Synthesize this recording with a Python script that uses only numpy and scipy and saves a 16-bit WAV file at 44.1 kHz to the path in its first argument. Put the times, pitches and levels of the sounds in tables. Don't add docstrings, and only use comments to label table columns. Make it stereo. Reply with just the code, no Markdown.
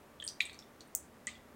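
import sys
import numpy as np
from scipy import signal
from scipy.fft import rfft, irfft
from scipy.io import wavfile

SR = 44100
rng = np.random.default_rng(int(sys.argv[2]) if len(sys.argv) > 2 else 0)


def file_out(sig):
    cols = np.atleast_2d(sig).T
    lim = np.clip(cols, -1, 1)
    pcm = np.round(lim * 32767).astype(np.int16)
    wavfile.write(sys.argv[1], SR, pcm)


N = 68355
T = np.arange(N) / SR
HZ = np.maximum(np.fft.rfftfreq(2 * N, 1 / SR), 1)
SIDE = np.array([[1], [-1]])


def from_db(db):
    return 10 ** (np.asarray(db) / 20)


def rms_one(x):
    return x / np.sqrt(np.mean(x ** 2) + 1e-20)


def fade(fade_s):
    return np.exp(-np.minimum(np.log(1000) * T / max(fade_s, 1e-4), 30))


def at_hz(table, hz, column=1):
    table = np.array(table)
    return np.interp(np.log(hz), np.log(table[:, 0]), table[:, column])


def shaped(x, gain):
    return irfft(rfft(x, 2 * N) * gain)[:N]


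def noise(gain):
    return rms_one(shaped(rng.standard_normal(2 * N), gain))


def add(out, start_s, sound):
    start = int(np.clip(start_s * SR, 0, N - 1))
    out[start:] += sound[:N - start]


# f/Hz, relative level/dB
AIR_TONE = [(20, -17), (45, -8), (80, -9), (130, -6), (260, -4.5), (500, -6.5), (800, -10), (1300, -13),
            (2000, -17), (4000, -28), (8000, -31), (16000, -37)]
# f/Hz, level/dB, width/Hz
HUM_NOTES = [(76.85, -72.5, 4), (220.8, -71.5, 6.7), (247.9, -73, 9), (585.7, -75, 2.8), (1168, -78.5, 4.8)]


def air_and_hum(air_db=-59.5, side_db=-42):
    tone = from_db(at_hz(AIR_TONE, HZ))
    air = from_db(air_db) * (noise(tone) + from_db(side_db) * noise(tone) * SIDE)
    hum = np.zeros(N)
    for hz, level_db, width_hz in HUM_NOTES:
        peak = 1 / (1 + (2 * (HZ - hz) / width_hz) ** 2)
        hum += from_db(level_db) * noise(peak)
    return air + hum


# delay t/s, level/dB
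NEAR_ECHOES = [(.0016, -18), (.0053, -32), (.0083, -20.5)]
# f/Hz, level/dB, fade t/s
WALL_ECHOES = [(1130, -2, 0.36), (2310, -14, 0.4), (3600, -6, 0.32), (5400, -7, 0.27), (8000, -9.5, 0.25),
               (11000, -2.5, 0.21), (15000, -12.5, 0.13)]


def kitchen_echo(sound, near_db=0.5, near_fade_s=0.12, tail_delay_s=0.003):
    size = 16384
    spectrum, bins_hz = rfft(rng.standard_normal(size)), np.fft.rfftfreq(size, 1 / SR)
    tail, response = np.zeros(N), np.zeros(N)
    near = fade(near_fade_s)[:size]
    edges_hz = np.geomspace(1000, 18000, 48)
    for low, high in zip(edges_hz, edges_hz[1:]):
        hz = np.sqrt(low * high)
        far = fade(at_hz(WALL_ECHOES, hz, column=2))[:size]
        envelope = np.hypot(far / np.linalg.norm(far), from_db(near_db) * near / np.linalg.norm(near))
        band = irfft(spectrum * ((bins_hz >= low) & (bins_hz < high))) * envelope
        share = np.sqrt((high - low) / (SR / 2)) * np.linalg.norm(envelope) / np.linalg.norm(band)
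        tail[:size] += from_db(at_hz(WALL_ECHOES, hz)) * share * band
    add(response, tail_delay_s, tail)
    for delay_s, level_db in NEAR_ECHOES:
        add(response, delay_s, from_db(level_db) * (T == 0))
    return signal.fftconvolve(sound, response)[:N]


# f/Hz, relative level/dB, fade t/s
SPOON_NOTES = [(6600, -14, 0.0069), (7280, -1, 0.0038), (7865, -0.5, 0.0039), (8600, -15.5, 0.012),
               (13100, -11, 0.0052), (15100, 3.5, 0.0023)]
# t/s, level/dB, treble limit f/Hz
SPOON_TOUCHES = [(0.9505, -13.5, 18000), (1.2696, -19, 8600)]


def spoon_ticks(contact_s=0.00016, lowest_hz=5680, click_db=-27.5, click_fade_s=0.0074):
    ring = sum(from_db(db) * fade(fade_s) * np.sin(2 * np.pi * hz * T) for hz, db, fade_s in SPOON_NOTES)
    ring = ring * (1 - np.exp(-(T / contact_s) ** 2)) + 1e-18
    ring = signal.sosfilt(signal.butter(7, lowest_hz, "high", fs=SR, output="sos"), ring)
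    tick = ring + from_db(click_db) * rng.standard_normal(N) * fade(click_fade_s)
    out = np.zeros(N)
    for start_s, level_db, top_hz in SPOON_TOUCHES:
        soften = signal.butter(12, min(top_hz, .45 * SR), fs=SR, output="sos")
        add(out, start_s, from_db(level_db) * signal.sosfilt(soften, tick))
    return out


def bubble(hz, fade_s, swell_cycles=2.2, rise=0.01):
    pitch_hz = hz * (1 + rise * np.minimum(T / fade_s, 2))
    envelope = (1 - np.exp(-(T * hz / swell_cycles) ** 2)) * fade(fade_s)
    return envelope / envelope.max() * np.sin(2 * np.pi * np.cumsum(pitch_hz) / SR)


def tipped_spoonful(start_s=1.2725, bubbles_per_s=3000, ring_cycles=5.8):
    patter_db, patter_fade_s = -50.5, 0.27
    thud_hz, thud_db, thud_fade_s = 229, -53, 0.34
    pitches_hz = np.geomspace(2290, 4860, 12)
    patter, out = np.zeros(N), np.zeros(N)
    for hz in pitches_hz:
        births = rng.random(N) < bubbles_per_s / len(pitches_hz) / SR
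        strengths = births * rng.standard_normal(N)
        patter += signal.fftconvolve(strengths, bubble(hz, ring_cycles / hz))[:N]
    add(out, start_s, from_db(patter_db) * rms_one(patter) * fade(patter_fade_s))
    add(out, start_s, from_db(thud_db) * np.sin(2 * np.pi * thud_hz * T) * fade(thud_fade_s))
    return out


# f/Hz, boost or cut in level/dB
SPLASH_TONE = [(300, -25), (1500, -40), (2600, 0.5), (4200, 5.5), (5300, -7), (6800, -2), (8600, 0),
               (10200, -15), (14000, -7.5), (16000, -19)]
# t/s, bubble f/Hz,
# bubble level/dB, bubble fade t/s, splash level/dB (before its tone is shaped), splash top f/Hz
DRIPS_AND_ECHO = [ (0.2004, 3344, -34.5, 0.011, -47.5, 8900), (0.2237, 1780, -43.5, 0.028, -42.5, 9000),
                  (0.2253, 3153, -36, 0.02, -69, 8000), (0.2318, 3460, -54, 0.013, -47, 9100),
                  (0.2402, 8500, -35, 0.014, -51, 15000), (0.2495, 9000, -32.5, 0.0033, -40, 12000),
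                  (0.2667, 8260, -30.5, 0.0073, -54, 14000), (0.2772, 4810, -26.5, 0.0072, -26, 10700),
                  (0.2879, 5890, -33, 0.011, -33, 12200), (0.4032, 2136, -29, 0.0091, -38, 9000),
                  (0.4054, 2350, -15.5, 0.0081, -30.5, 9700), (0.4064, 3600, -22.5, 0.002, -25.5, 9100),
                  (0.4115, 3600, -26.5, 0.0064, -66, 9000), (0.4190, 13000, -41, 0.0026, -29, 15000),
                  (0.4542, 8070, -40, 0.0099, -36.5, 11000), (0.4667, 3500, -47, 0.0036, -47, 10000),
                  (0.4962, 2010, -42, 0.002, -37.5, 5070), (0.5308, 4330, -54, 0.01, -37.5, 9400),
                  (0.5445, 4330, -52, 0.0044, -41.5, 9100), (0.5902, 5450, -37.5, 0.0039, -32.5, 8000),
                  (0.6240, 3550, -52, .025, -62, 5900), (0.8073, 4520, -50.5, 0.0055, -35.5, 8540),
                  (0.8080, 5900, -45.5, 0.0016, -48, 8900), (0.8760, 8650, -53.5, 0.0047, -60, 10100),
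                  (1.2720, 1991, -33.5, 0.048, -35, 6000), (1.2740, 1217, -53, 0.042, -65, 4000),
                  (1.2850, 2110, -36.5, 0.019, -63, 5500), (1.3530, 3370, -51, 0.022, -66, 5000), ]


def drips(tick_fade_s=0.0074, spray_db=-20, spray_fade_s=0.071):
    rings, splashes = np.zeros(N), np.zeros(N)
    for start_s, hz, bubble_db, fade_s, splash_db, top_hz in DRIPS_AND_ECHO:
        add(rings, start_s, from_db(bubble_db) * bubble(hz, fade_s))
        edges_hz = np.clip([0.86 * hz, max(top_hz, 1.1 * hz)], 100, .45 * SR)
        tick_band = signal.butter(3, edges_hz, "band", fs=SR, output="sos")
        hiss = rng.standard_normal(N)
        tick = signal.sosfilt(tick_band, hiss * fade(tick_fade_s))
        spray = from_db(spray_db) * hiss * fade(spray_fade_s)
        add(splashes, start_s, from_db(splash_db) * (tick + spray))
    return rings + shaped(splashes, from_db(at_hz(SPLASH_TONE, HZ)))


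def scene(spoon_to_room_db=-2, side_db=-44):
    sauce, spoon = drips() + tipped_spoonful(), spoon_ticks()
    into_room = sauce + from_db(spoon_to_room_db) * spoon
    side_echo = from_db(side_db) * kitchen_echo(into_room) * SIDE
    return sauce + spoon + kitchen_echo(into_room) + side_echo + air_and_hum()


def record(dry, hiss_db=-69.5, cutoff_hz=16000):
    hiss = from_db(hiss_db) * rng.standard_normal((2, N))
    treble_cut = signal.ellip(10, .1, 70, cutoff_hz, fs=SR, output="sos")
    return signal.sosfilt(treble_cut, dry + hiss)


dry = scene()
out = record(dry)
file_out(out)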